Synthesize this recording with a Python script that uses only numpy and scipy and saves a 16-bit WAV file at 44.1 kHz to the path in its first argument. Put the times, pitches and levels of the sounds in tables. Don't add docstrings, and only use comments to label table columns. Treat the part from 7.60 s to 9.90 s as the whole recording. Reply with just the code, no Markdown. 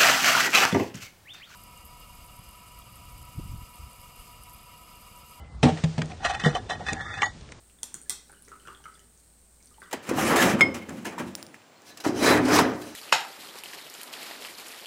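import sys
import numpy as np
from scipy import signal
from scipy.fft import rfft, irfft
from scipy.io import wavfile

SR = 44100
rng = np.random.default_rng(int(sys.argv[2]) if len(sys.argv) > 2 else 0)


def to_wav(s):
    ch = np.atleast_2d(s).T
    pcm = np.round(np.clip(ch, -1, 1) * 32767)
    wavfile.write(sys.argv[1], SR, pcm.astype(np.int16))


N = 101430

# f/Hz, level/dB
SWISH_SPECTRUM = [(500, -15), (1500, -48), (3200, -5), (4300, 5), (6000, -2.5), (8800, 9), (11000, -1.5),
                  (15000, -7)]
PITCH_RISE_PER_S = 0.61


def amp(db):
    return 10 ** (np.asarray(db) / 20)


def unit(x):
    return x / np.sqrt(np.mean(x ** 2) + 1e-20)


def read(points, hz):
    f, value = np.transpose(points)
    return np.interp(np.log(hz + 1), np.log(f + 1), value)


def fade(t, t60_s):
    return np.exp(-np.log(1000) * t / t60_s)


def rise(t, rise_s):
    return np.minimum(t / rise_s, 1)


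def add(mix, start_s, sound):
    part = mix[max(round(start_s * SR), 0):][:len(sound)]
    part += sound[:len(part)]


def colour(x, spectrum):
    gain = amp(read(spectrum, np.fft.rfftfreq(len(x), 1 / SR)))
    return unit(irfft(rfft(x) * gain, len(x)))


def coloured_noise(length, spectrum):
    return colour(rng.standard_normal(length), spectrum)


def rising_ring(t, hz):
    return np.sin(2 * np.pi * hz * (t + PITCH_RISE_PER_S * t ** 2 / 2))


def room(x):
    # f/Hz, t60/s
    tail_t60 = [(200, 0.22), (1200, 0.39), (3500, 0.37), (6000, 0.35), (9000, 0.26), (15000, 0.21)]
    # delay/s, level/dB
    near_echoes = [(.0066, -11), (.0073, -22), (.0088, -9), (0.014, -27), (0.0225, -28), (0.028, -20)]
    # f/Hz, level/dB, t60/s
    low_resonances = [(147, 1, 0.25), (181.5, 7, 0.57), (240.2, 8.5, 0.24), (291, 7, 0.64),
                      (393.1, 12.5, 0.34), (422.7, 6.5, 0.83)]
    tail_db, tail_start_s, tail_rise_s = -5, 0.0036, 0.0031

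    hz, t, z = signal.stft(rng.standard_normal(SR // 2), SR, nperseg=256)
    decay = fade(t, read(tail_t60, hz)[:, None])
    response = signal.istft(z * decay, SR)[1]
    t = np.arange(len(response)) / SR
    response = response * np.clip((t - tail_start_s) / tail_rise_s, 0, 1)
    response = amp(tail_db) * response / np.linalg.norm(response)
    for delay_s, db in near_echoes:
        add(response, delay_s, amp([db]))
    for hz, db, t60_s in low_resonances:
        decay = fade(t, t60_s)
        response += 2 * amp(db) * decay / decay.sum() * np.cos(2 * np.pi * hz * t)
    return signal.fftconvolve(x, response)[:N]


def background():
    # f/Hz, relative level/dB
    hiss_spectrum = [(20, 12), (40, -16), (75, 12.5), (130, 6), (190, 5), (300, -1), (500, 1.5),
                     (1000, -5.5), (2500, -9.5), (4500, -12), (6500, -6.5), (7600, -1.5), (8600, 7),
                     (9300, -4), (10200, -10), (12500, -12.5), (15500, -8.5), (17000, -46)]
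    # f/Hz, level/dB
    tones = [(58, -61.5), (182, -78.5), (9000, -71)]
    hiss_db, waver_depth, waver_step_s = -61, 0.24, 0.04

    t = np.arange(N) / SR
    out = amp(hiss_db) * coloured_noise(N, hiss_spectrum)
    knots_s = np.arange(N // 1000) * waver_step_s
    for hz, db in tones:
        drift = rng.standard_normal(len(knots_s)) + 1j * rng.standard_normal(len(knots_s))
        waver = 1 + waver_depth * np.interp(t, knots_s, drift)
        out += amp(db) * (waver * np.exp(2j * np.pi * hz * t)).real
    return out


def effort_at(s):
    # t/s, level/dB
    effort = [(0, -7), (.2, -8.5), (.34, -1), (.5, -6), (.65, -8.5), (.72, -2), (.82, -9.5), (.9, -1),
              (1.0, -4), (1.09, 3), (1.18, -4.5), (1.27, -4.5), (1.4, -7), (1.52, -10), (1.9, -15.5),
              (2.06, -5.5), (2.15, -6.5), (2.24, 0.5), (2.3, -10)]
    return np.interp(s, *np.transpose(effort))


def stirring():
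    # f/Hz, level/dB
    slosh_spectrum = [(50, 0), (100, -9.5), (150, 1.5), (240, 1), (310, -0.5), (410, -4.5), (580, -9.5),
                      (850, -12.5), (1500, -9.5), (2600, -19), (6000, -93)]
    slosh_db, swish_db = -64.5, -67
    swish_follow_db_per_db = 0.34
    grains_per_s, grain_spread_db = 760, 3.5

    effort_db = effort_at(np.arange(N) / SR)
    slosh = amp(slosh_db + effort_db) * coloured_noise(N, slosh_spectrum)
    size = amp(grain_spread_db * np.minimum(rng.exponential(1, N), 2.5))
    impulses = size * rng.standard_normal(N) * (rng.random(N) < grains_per_s / SR)
    grains = colour(impulses, SWISH_SPECTRUM)
    swish = amp(swish_db + swish_follow_db_per_db * effort_db) * grains
    return slosh + swish + room(slosh + swish)


def tiny_bubbles():
    rate_per_s, rate_follow = 260, 2.8
    low_hz, high_hz = 2100, 6100
    floor_db, spread_db, t60_cycles = -60, 4, 9.8
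    candidates = 1000

    out, t = np.zeros(N), np.arange(SR // 30) / SR
    for when, chance, size, strength in rng.random((candidates, 4)):
        start_s = when * N / SR
        hz = low_hz * (high_hz / low_hz) ** size
        rate = rate_per_s * amp(rate_follow * effort_at(start_s))
        if chance < rate * N / SR / candidates:
            ring = fade(t, t60_cycles / hz) * rising_ring(t, hz)
            level_db = floor_db + spread_db * min(-np.log(strength), 2)
            add(out, start_s, amp(level_db) * ring)
    return out + room(out)


def ticks():
    # t/s, f/Hz, level/dB, t60/s
    pings = [(0.099, 2780, -47, 0.0048), (0.4159, 8800, -34.5, 0.011), (0.425, 8800, -35, 0.0085),
             (0.7178, 9230, -37, 0.0075), (0.8228, 9850, -34.5, 0.0053), (0.85, 5650, -42.5, 0.0041),
             (0.8843, 6600, -33.5, 0.0025), (1.073, 5860, -41, 0.003), (1.076, 7540, -39, 0.0034),
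             (1.149, 3700, -46, 0.0059), (1.24, 5900, -42, 0.0052), (1.284, 8800, -44, 0.0076),
             (1.341, 4870, -45.5, 0.0053), (1.345, 8800, -40.5, .004), (1.394, 7000, -37, 0.0024),
             (1.576, 6600, -43, .004), (2.027, 6260, -34.5, 0.0015), (2.058, 8940, -36, .004),
             (2.072, 6160, -38, 0.0024), (2.075, 4470, -48.5, 0.0066), (2.146, 4350, -55, .007),
             (2.203, 9240, -42, 0.01), (2.224, 4750, -52, .006), (2.234, 3900, -50, 0.0035),
             (2.241, 4900, -48, .005)]
    rise_s, grit, room_db = 0.00014, 0.12, -0.5

    out, t = np.zeros(N), np.arange(SR // 40) / SR
    for start_s, hz, db, t60_s in pings:
        ping = np.sin(2 * np.pi * hz * t) + grit * coloured_noise(len(t), SWISH_SPECTRUM)
        add(out, start_s, amp(db) * rise(t, rise_s) * fade(t, t60_s) * ping)
    return out + amp(room_db) * room(out)


def bubbles():
    # t/s, f/Hz, level/dB, t60/s
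    bubble_list = [(0.187, 3520, -42.5, 0.009), (0.321, 960, -50, 0.016), (0.46, 1714, -55.5, 0.061),
                   (0.696, 1490, -38, 0.01), (0.698, 834, -47.5, 0.046), (0.727, 1540, -36.5, 0.0085),
                   (0.745, 3010, -52, 0.019), (0.77, 2910, -55.5, 0.035), (0.879, 1880, -34, 0.0043),
                   (0.882, 1490, -32.5, 0.0066), (0.917, 1320, -34, 0.018), (0.923, 1240, -39, 0.022),
                   (0.937, 1216, -43.5, 0.035), (0.999, 3024, -45.5, 0.014), (1.052, 1425, -41.5, 0.032),
                   (1.0716, 3060, -35, 0.0069), (1.082, 3320, -39, 0.0075), (1.074, 1420, -30, 0.015),
                   (1.081, 2790, -37, 0.012), (1.087, 1167, -35, 0.04), (1.098, 1236, -40.5, 0.035),
                   (1.129, 1166, -44.5, 0.04), (1.148, 3350, -37, 0.0099), (1.173, 3290, -43.5, 0.011),
                   (1.202, 847, -48.5, 0.028), (1.241, 3010, -39.5, 0.012), (1.24, 1570, -36.5, 0.0074),
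                   (1.2556, 1301, -31, 0.027), (1.2562, 2120, -37.5, 0.012), (1.2618, 1244, -43.5, 0.023),
                   (1.278, 1295, -40.5, 0.029), (1.2896, 1345, -40.5, 0.014), (1.354, 3430, -43, 0.012),
                   (1.375, 1850, -40.5, 0.0066), (1.393, 3000, -47, 0.016), (2.003, 2230, -49, 0.01),
                   (2.112, 1206, -57, 0.066), (2.142, 3010, -50, 0.017), (2.182, 863, -46, 0.078),
                   (2.2182, 1545, -32.5, 0.017), (2.218, 1980, -40.5, 0.015), (2.226, 1160, -37.5, 0.023),
                   (2.236, 3540, -39, 0.007), (2.243, 3380, -49, 0.0074), (2.248, 1380, -46, 0.021),
                   (2.26, 3000, -47, 0.011), (2.275, 1190, -44.5, 0.022)]
    # f/Hz, level/dB
    room_send = [(850, -4.5), (1300, 1.5), (2000, 4), (3200, -1.5)]
    # f/Hz, level/dB
    plop_spectrum = [(80, -74), (200, -22), (410, 0.5), (600, -14), (1000, -11), (1500, -2), (2100, -8.5),
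                     (2700, -18), (6000, -30)]
    swell_s, plop_rel_db, plop_t60_s = 0.0014, -15, 0.023

    out, sent, t = np.zeros(N), np.zeros(N), np.arange(SR // 8) / SR
    for start_s, hz, db, t60_s in bubble_list:
        ring = fade(t, t60_s) * rising_ring(t, hz)
        plop = amp(plop_rel_db) * fade(t, plop_t60_s) * coloured_noise(len(t), plop_spectrum)
        bubble = amp(db) * rise(t, swell_s) * (ring + plop)
        add(out, start_s, bubble)
        add(sent, start_s, amp(read(room_send, hz)) * bubble)
    return out + room(sent)


def clinks():
    # t/s, level/dB, contact (onset) time/s, table thud level/dB, room level/dB
    blows = [(0.2317, -20, 0.00017, -56.5, -5.5), (0.3423, -23, 0.00062, -50, -7),
             (0.4961, -15, 0.00019, -54.5, -1.5)]
    # f/Hz, t60/s, room send/dB, level/dB at the first, second and third blow
    jar_modes = [(875, 0.016, 3.5, -18.5, -25, -33), (1560, 0.0098, -9, -25, -20, -33),
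                 (2004, 0.059, -2, -32.5, -32, -22.5), (3327, 0.011, 2.5, -10, -24, -19),
                 (3750, 0.0083, 4, -19.5, -42, -15), (4290, 0.016, 1, -13.5, -42, -19),
                 (5220, 0.0051, 3, -10, -12, -8.5), (5630, 0.016, 9, -20, -32, -17),
                 (6040, 0.0087, 0.5, -7.5, -3, -11.5), (6680, .006, -19, 0, -19, -27),
                 (7000, 0.011, 11, -17, -7, -40), (7600, 0.012, 4.5, -9, -29, -9),
                 (8100, .007, 5, -21, 1.5, -7), (8700, 0.0076, -2, 2.5, -14, 2.5),
                 (9070, 0.0079, 1, -16, 3, -1), (9330, .006, 1.5, 0.5, -18, -2),
                 (10230, 0.0069, 1.5, -29, -6.5, -11), (11100, 0.009, -6, -16, -29, -11),
                 (15200, 0.0036, -7, -18, -15, -9)]
    # f/Hz, level/dB
    scrape_spectrum = [(200, -10), (1200, -1), (2700, -0.5), (3300, 6), (4800, -2), (6900, 6.5), (9000, -7),
                       (11000, 0.5), (13500, 1.5), (16000, -17)]
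    # f/Hz, level/dB
    thud_spectrum = [(60, -40), (140, 0.5), (270, -1.5), (400, -2), (650, -15.5), (1500, -5), (2500, -23),
                     (6000, -23.5)]
    scrape_rel_db, scrape_t60_s = -15.5, 0.0095
    scatter_rel_db, scatter_t60_s = -11.5, 0.03
    thud_t60_s = 0.21

    out, t = np.zeros(N), np.arange(SR // 4) / SR
    mode_hz, mode_t60_s, mode_room_db, *blow_levels_db = np.transpose(jar_modes)
    signs = np.cos(np.pi * np.arange(len(jar_modes)))
    decays = fade(t, mode_t60_s[:, None])
    modes = signs[:, None] * decays * np.sin(2 * np.pi * mode_hz[:, None] * t)
    for (start_s, db, contact_s, thud_db, room_db), blow_modes_db in zip(blows, blow_levels_db):
        blow = amp(db) * rise(t, contact_s)
        scrape = amp(scrape_rel_db) * fade(t, scrape_t60_s) * coloured_noise(len(t), scrape_spectrum)
        scatter = amp(scatter_rel_db) * fade(t, scatter_t60_s) * coloured_noise(len(t), scrape_spectrum)
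        thud = amp(thud_db) * fade(t, thud_t60_s) * coloured_noise(len(t), thud_spectrum)
        add(out, start_s, blow * (amp(blow_modes_db) @ modes + scrape) + thud)
        sent = blow * (amp(blow_modes_db + mode_room_db) @ modes + scatter) + thud
        add(out, start_s, amp(room_db) * room(sent))
    return out


def scene():
    water = stirring() + tiny_bubbles() + bubbles()
    return (background() + water + ticks() + clinks())[None]


def record(dry):
    cutoff_hz = 16400
    lowpass = signal.firwin(255, cutoff_hz, window=("kaiser", 9), fs=SR)
    return signal.oaconvolve(dry, lowpass[None], "same")


dry = scene()
out = record(dry)
to_wav(out)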